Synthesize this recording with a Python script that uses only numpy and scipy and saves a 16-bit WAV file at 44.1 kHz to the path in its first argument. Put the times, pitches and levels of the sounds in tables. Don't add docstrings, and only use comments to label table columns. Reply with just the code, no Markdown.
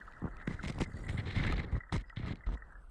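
import sys
import numpy as np
from scipy import signal
from scipy.io import wavfile
from scipy.ndimage import uniform_filter1d

SR = 44100
rng = np.random.default_rng(int(sys.argv[2]) if len(sys.argv) > 2 else 0)


def transcribe(signal):
    frames = np.atleast_2d(signal).T
    limited = np.clip(frames, -1, 1)
    pcm = np.round(limited * 32767).astype(np.int16)
    wavfile.write(sys.argv[1], SR, pcm)


def ratio(d):
    e = np.asarray(d, float) / 20
    return 10 ** e


N = 127890
T = np.arange(N) / SR
BUBBLE_T60_S, BUBBLE_RISE_S, BUBBLE_GLIDE = 0.03, 0.00042, 0.044


def noise():
    return rng.standard_normal(N)


def evened(x):
    return x / np.sqrt(np.mean(x ** 2) + 1e-20)


def add(mix, s, sound):
    part = mix[round(s * SR):][:len(sound)]
    part += sound[:len(part)]


def curve(points):
    return ratio(np.interp(T, *np.transpose(points)))


def colour(x, points):
    f, db = np.transpose(points)
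    hz = np.abs(np.fft.fftfreq(8192, 1 / SR)) + 1
    octaves_out = np.maximum(np.log2(f[0] / hz), 0) + np.maximum(np.log2(hz / f[-1]), 0)
    level = np.interp(np.log(hz), np.log(f), db) - 40 * octaves_out
    log = np.log(ratio(np.maximum(level, -110)))
    taps = np.fft.ifft(np.exp(log - 1j * signal.hilbert(log).imag)).real[:4096]
    return evened(signal.oaconvolve(x, taps)[:N])


def patchy(x, db):
    z = signal.stft(x, nperseg=256)[2]
    field = uniform_filter1d(rng.standard_normal(z.shape), size=5, axis=0)
    field = uniform_filter1d(field, size=8, axis=1)
    return evened(signal.istft(z * ratio(db * evened(field)), nperseg=256)[1][:N])


def wander(db):
    return ratio(db * evened(uniform_filter1d(noise(), size=300)))


def grains(per_s, spread_db, bed):
    size = ratio(spread_db * np.minimum(rng.exponential(1, N), 4)) * rng.choice([-1., 1.], N)
    clicks = size * (rng.random(N) < per_s / SR)
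    return evened(clicks) + bed * noise()


def ring(hz, t60, rise, glide=0):
    t = np.arange(round(t60 * SR)) / SR
    fade = (1 - np.exp(-t / rise)) * ratio(-60 * t / t60)
    return fade * np.sin(2 * np.pi * hz * t * (1 + glide * t / t60))


def knock(hz):
    turns = np.arange(8000) / SR * hz
    pitch = hz * (1 + 2.3 * hz / 150 * np.exp(-turns / 0.41))
    fade = ratio(-60 * turns / 6.73) * (1 - np.exp(-turns / 0.26))
    return -fade * np.sin(2 * np.pi * np.cumsum(pitch) / SR)


# f/Hz, level/dB per Hz
HISS_TONE = [(1800, 2), (4500, -7), (6800, -14.5), (12000, -21.5)]
# t/s, level/dB
HISS_LOUDNESS = [(0, -72), (.35, -80), (1.75, -78), (1.85, -88), (2.9, -84)]


def hiss():
    return curve(HISS_LOUDNESS) * patchy(colour(grains(620, 3.6, 0.9), HISS_TONE), db=4.0)


# f/Hz, level/dB per Hz
CRACKLE_TONE = [(6000, -11.5), (7100, -4.5), (8800, -8.5), (10500, -17.5)]
# t/s, level/dB
CRACKLE_LOUDNESS = [(0, -88.5), (.7, -82), (.76, -86), (1.18, -64.5), (1.24, -87), (1.75, -99), (1.82, -94),
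                    (2.5, -92.5), (2.9, -84)]
# t/s, f/Hz
CRACKLE_FLOOR = [(1.0, 6450), (1.2, 7240), (2.5, 6750), (2.9, 7940)]


def crackle(flicker):
    pops = colour(grains(600, 2.5, 0.96) * flicker, CRACKLE_TONE)
    f, t, z = signal.stft(pops, SR, nperseg=512)
    floor_hz = np.interp(t, *np.transpose(CRACKLE_FLOOR))
    below = np.clip((floor_hz - f[:, None]) / 200., 0, 1)
    pops = signal.istft(z * ratio(-25 * below), SR, nperseg=512)[1][:N]
    return curve(CRACKLE_LOUDNESS) * pops


def surge(push):
    low = colour(noise(), [(23.2, 0), (52.4, -2)])
    pushed = np.abs(uniform_filter1d(push, size=2000))
    steady_db, follow_db = -53, -6
    return np.sqrt(ratio(2 * steady_db) + ratio(2 * follow_db) * pushed) * low


def small_bubbles():
    small = np.zeros(N)
    for hz in np.geomspace(1154, 1900, num=16):
        bubble = ring(hz, BUBBLE_T60_S, BUBBLE_RISE_S, BUBBLE_GLIDE)
        small += signal.oaconvolve(grains(160 / 16, 2.5, 0), bubble)[:N]
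    return evened(small)


# t/s, peak level/dB, f/Hz
BUBBLE_EVENTS = [(0.4738, -33.5, 2230), (1.0909, -41.5, 2200), (1.3994, -37.5, 2080), (1.4504, -37, 1643),
                 (1.5249, -37, 1193), (1.8053, -45.5, 1920), (1.8352, -50, 1870), (1.895, -51, 1800),
                 (1.925, -36, 1110), (2.1005, -48.5, 1870), (2.1268, -53.5, 1300), (2.4372, -53.5, 1960),
                 (2.5735, -51, 1844), (2.6222, -48, 1815), (2.7237, -52.5, 1570), (2.7546, -51.5, 1620),
                 (.0558, -61, 1710), (.1156, -59, 1485), (.135, -54, 1900), (.2758, -48.5, 1374),
                 (.38, -61, 1580), (.4, -53, 1830), (.413, -47.5, 1590), (.425, -50, 1770),
                 (.5082, -48, 2000), (.8604, -48.5, 2040), (.9198, -54.5, 1800), (.9687, -54.5, 1890),
                 (1.038, -51, 1944), (1.067, -50, 1920), (1.2795, -42.5, 2140), (1.7529, -48.5, 1880),
                 (1.8667, -61, 1280), (1.941, -44, 1206), (1.958, -41, 1155), (2.0403, -57.5, 1900),
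                 (2.171, -47, 2090), (2.2523, -53, 1230), (2.2742, -49, 1156), (2.4074, -57.5, 1750),
                 (2.4683, -53, 1240), (2.489, -48, 1120), (2.525, -50.5, 1124), (2.553, -52, 1050),
                 (2.6005, -71, 1380), (2.7053, -56.5, 1570), (2.79, -65, 1700), (2.826, -78, 1710),
                 (2.883, -76, 1420)]


def bubbles():
    out = np.zeros(N)
    for s, db, hz in BUBBLE_EVENTS:
        peak = np.sqrt(2) * ratio(db)
        add(out, s, peak * ring(hz, BUBBLE_T60_S, BUBBLE_RISE_S, BUBBLE_GLIDE))
        add(out, s, peak * ratio(-2) * ring(hz * 0.857, BUBBLE_T60_S / 2, BUBBLE_RISE_S))
        add(out, s, peak * ratio(-9.5) * ring(hz * 0.73, BUBBLE_T60_S, BUBBLE_RISE_S / 2))
    return out


# t/s, peak level/dB, first f/Hz
GULP_EVENTS = [
    (.011, -44.5, 2000),
    (0.077, -44, 1400),
    (0.165, -53, 1663),
    (0.5913, -43, 1735),
]


def gulps():
    out = np.zeros(N)
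    t60_s, rise_s, sink = 0.05, 0.001, -0.42
    for s, db, hz in GULP_EVENTS:
        add(out, s, ratio(db) * ring(hz, t60_s, rise_s, sink))
        add(out, s, ratio(db) * ring(hz * 0.857, t60_s, rise_s, sink / 2))
    return out


def smear(water):
    tail = ratio(-60 * T[:3000] / 0.026) * rng.standard_normal(3000)
    return ratio(0.5) * signal.oaconvolve(water, tail / np.linalg.norm(tail))[:N]


# t/s, level/dB, top of the muffled band f/Hz
STREAM_COURSE = [(0, -56.5, 1976), (.45, -54.5, 2157), (.9, -59.5, 2130), (1.701, -56, 2220),
                 (1.9, -66, 2090), (2.4, -62.5, 2190), (2.701, -60.5, 2000), (2.9, -64, 1530)]
# f/Hz, level/dB per Hz
WASH_TONE = [(60, -7), (300, -23.5), (1070, -25), (1320, -24), (2100, -20)]


def stream():
    s, db, top_hz = np.transpose(STREAM_COURSE)
    level = ratio(np.interp(T, s, db))
    water = level * ratio(2 - 15) * small_bubbles() + bubbles() + gulps()
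    water = water + smear(water)
    water = water + level * patchy(colour(noise(), WASH_TONE), db=1.5)
    f, t, z = signal.stft(water, SR, nperseg=1024, noverlap=768)
    above = np.clip((f[:, None] - np.interp(t, s, top_hz)) / 17.6, -30, 30)
    muffle = ratio(-45 / (1 + np.exp(-above)))
    return signal.istft(z * muffle, SR, nperseg=1024, noverlap=768)[1][:N]


# t/s, peak level/dB, f/Hz
PING_EVENTS = [(.5102, -54, 4600), (.7477, -57, 8000), (.8729, -61, 7450), (.9024, -66, 7400),
               (.9368, -58, 3940), (.9677, -65, 4400), (.9677, -59, 7600), (1.067, -51, 7600),
               (1.0969, -50, 8000), (1.14, -55, 8100), (1.3553, -43.5, 3800), (1.4661, -48.5, 7360),
               (1.525, -55, 7240), (1.5683, -40.5, 4080), (1.9245, -33.5, 3620), (2.1695, -38.5, 3120),
               (2.3565, -52.5, 4020), (2.3704, -59, 3950), (2.393, -73, 3800), (2.5786, -66.5, 7200),
               (2.7222, -69, 8140)]


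def pings():
    out = np.zeros(N)
    for s, db, hz in PING_EVENTS:
        for pitch in (hz, hz * 1.09):
            add(out, s, ratio(db) * ring(pitch, 0.011, BUBBLE_RISE_S))
    return out


# start t/s, length/s, level/dB, f/Hz
SQUEAK_EVENTS = [
    (.9, 0.16, -70.5, 4550),
    (.845, .11, -79, 5000),
    (.925, .13, -77, 5750),
    (.85, .18, -79, 6550),
    (2.048, 0.075, -77, 5000),
    (2.475, .03, -75, 5900),
]


def squeaks():
    out = np.zeros(N)
    for s, length, db, hz in SQUEAK_EVENTS:
        t = np.arange(0, length, 1 / SR)
        waver = evened(uniform_filter1d(rng.standard_normal(len(t)), size=500))
        add(out, s, ratio(db) * np.sin(np.pi * t / length) * waver * np.sin(2 * np.pi * hz * t))
    return out


# t/s, peak level/dB
TICK_EVENTS = [(0.123, -54.5), (0.3684, -49.5), (0.4754, -37), (0.65, -38.5), (0.682, -34.5), (0.7247, -46),
               (0.7875, -42), (0.8073, -39), (0.8155, -30), (1.471, -40), (1.9798, -42.5), (2.011, -50),
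               (2.0977, -53.5), (2.3572, -52), (2.469, -60), (0.635, -52), (.698, -37.5), (0.825, -44),
               (0.844, -50), (1.0912, -40.5), (2.2682, -52), (1.5245, -35)]


def ticks(rub):
    cracks, t = np.zeros(N), np.arange(1500) / SR
    for s, db in TICK_EVENTS:
        add(cracks, s, ratio(db - 2.5 - 60 * t / 0.012))
    return cracks * colour(rub, [(2300, 11.5), (3900, -3), (5500, -9.0), (9000, -16)])


# t/s, peak level/dB, settled f/Hz
KNOCK_EVENTS = [(0.22, -32, 144.4), (0.2406, -24.5, 133), (.255, -31.5, 159.5), (.268, -37.5, 187),
                (.279, -38.5, 180), (.476, -22.5, 126.8), (.509, -32, 136), (.637, -30, 135.5),
                (0.698, -28.5, 122), (.782, -36.5, 230), (.805, -29.5, 215), (.818, -21, 146),
                (0.941, -29, 73), (1.094, -25, 78), (1.143, -26, 92.6), (1.185, -24, 87.4),
                (1.259, -29.5, 85), (1.531, -23, 38.5), (1.55, -29.5, 42.3), (1.726, -20.5, 48),
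                (1.747, -32, 73.6), (1.765, -37.5, 251), (1.921, -32.5, 68.5), (1.972, -27, 40.6),
                (2.171, -28, 90), (2.199, -32.5, 104), (2.231, -28.5, 90.5), (2.249, -34, 116),
                (2.271, -36, 110), (2.283, -33.5, 130), (2.307, -26.5, 86.5), (2.333, -33, 148),
                (2.468, -23, 39.7), (2.517, -37.5, 109), (2.536, -28.5, 47)]


def knocks(rub):
    out, slaps, t = np.zeros(N), np.zeros(N), np.arange(1500) / SR
    for s, db, hz in KNOCK_EVENTS:
        add(out, s, ratio(db + 2.5) * knock(hz))
        slap = ratio(db - 8.5 - 60 * t / 0.02) * np.minimum(t / 0.0012, 1)
        add(slaps, s, slap * (hz / 150) ** 2)
    return out + slaps * colour(rub, [(500, 1.0), (1200, -0.23)])


# start t/s, length/s, push level/dB, grit level/dB, brightness/dB
FIRST_DRAGS = [(0.217, 0.04, -42.5, -101, -4), (0.384, 0.039, -60, -70, -2), (0.466, 0.02, -52, -74, 19.5),
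               (0.487, 0.06, -42, -61.5, 7), (0.545, 0.17, -49, -72, 8), (0.628, 0.035, -42, -53.5, 7),
               (0.67, 0.037, -37.5, -53.5, 10.5), (0.707, 0.034, -54, -68, 9),
               (0.741, 0.064, -41.5, -71.5, 13.5), (0.797, 0.032, -33.5, -52.5, 15),
               (0.83, 0.017, -62, -59, 13), (0.855, 0.058, -49, -104, 15), (0.941, 0.15, -45, -71.5, 0),
               (1.08, 0.028, -43, -53, 0.5), (1.101, 0.062, -41.5, -61.5, 1),
               (1.169, 0.039, -45, -51.5, -19), (1.2, 0.054, -42.5, -69, 6)]
# start t/s, length/s, push level/dB, grit level/dB, brightness/dB
LATER_DRAGS = [(1.254, 0.14, -42, -52.5, -3), (1.352, .11, -35, -48, -5), (1.46, 0.084, -35, -48.5, -6),
               (1.554, 0.05, -37.5, -49, -5.5), (1.596, 0.051, -38.5, -57.5, -6.5),
               (1.648, 0.061, -44, -75.5, -30), (1.713, 0.069, -40, -67, 5), (1.92, 0.049, -32.5, -47.5, 7),
               (1.968, 0.05, -52, -63.5, 2.5), (2.158, 0.035, -70, -56, -8),
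               (2.192, 0.061, -46.5, -60, -8.5), (2.256, 0.073, -42.5, -55.5, -2.5),
               (2.335, 0.058, -53, -80.5, -1), (2.462, 0.011, -43.5, -59.5, -2),
               (2.479, 0.076, -45, -69.5, 1), (2.52, 0.026, -49, -60.5, 3.5)]


def drag_power():
    push, grit, fizz = np.zeros((3, N))
    for s, length, push_db, grit_db, bright_db in FIRST_DRAGS + LATER_DRAGS:
        rise = np.clip((T - s) / 0.0058, 0, 1)
        late = T - s - length
        gate = rise * np.exp(-np.clip(late / 0.0036, 0, 40))
        push_gate = rise * np.exp(-np.clip(late / 0.0083, 0, 40))
        push += (ratio(push_db) * push_gate) ** 2
        grit += (ratio(grit_db + 4.0) * gate) ** 2
        fizz += (ratio(grit_db + bright_db - 15) * gate) ** 2
    return push, grit, fizz


# f/Hz, level/dB per Hz
PUSH_TONE = [(55, 0.5), (140, -1), (700, -21), (1500, -25)]


def pushes(push):
    lumps = np.zeros(N)
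    for hz in np.geomspace(60, 210, num=6):
        lumps += signal.oaconvolve(grains(110 / 6, 1.82, 0), knock(hz))[:N] / np.sqrt(hz)
    shove = colour(grains(300, 2, 1.0), PUSH_TONE) + ratio(1) * evened(lumps)
    return np.sqrt(push) * evened(shove)


def moving_sand():
    clumps = wander(2.2)
    return grains(2500, 1.5, 0.35) * clumps


# f/Hz, level/dB per Hz
GRIT_TONE = [(700, -9), (1420, -12), (1700, 0), (2130, 3.5), (2560, -8.5), (4200, -7.5), (4550, -20.5)]
# f/Hz, level/dB per Hz
FIZZ_TONE = [(4700, 2), (5700, -1), (7800, 0), (9600, -9), (11100, -20), (13500, -69)]


def crunch(sand, grit, fizz):
    coarse = np.sqrt(grit) * patchy(colour(sand, GRIT_TONE), db=-2.0)
    return coarse + np.sqrt(fizz) * patchy(colour(sand, FIZZ_TONE), db=2.0)


def scene():
    push, grit, fizz = drag_power()
    sand = moving_sand()
    drags = pushes(push) + surge(push) + crunch(sand, grit, fizz)
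    touches = squeaks() + pings()
    rub = noise()
    touches = touches + ticks(rub) + knocks(rub)
    water = stream()
    flicker = wander(3.0)
    water = water + hiss() + crackle(flicker)
    return (drags + touches + water)[None]


def band_limit(x):
    return signal.sosfilt(signal.butter(12, 12100, fs=SR, output="sos"), x)


def record(dry):
    return band_limit(dry)


dry = scene()
out = record(dry)
transcribe(out)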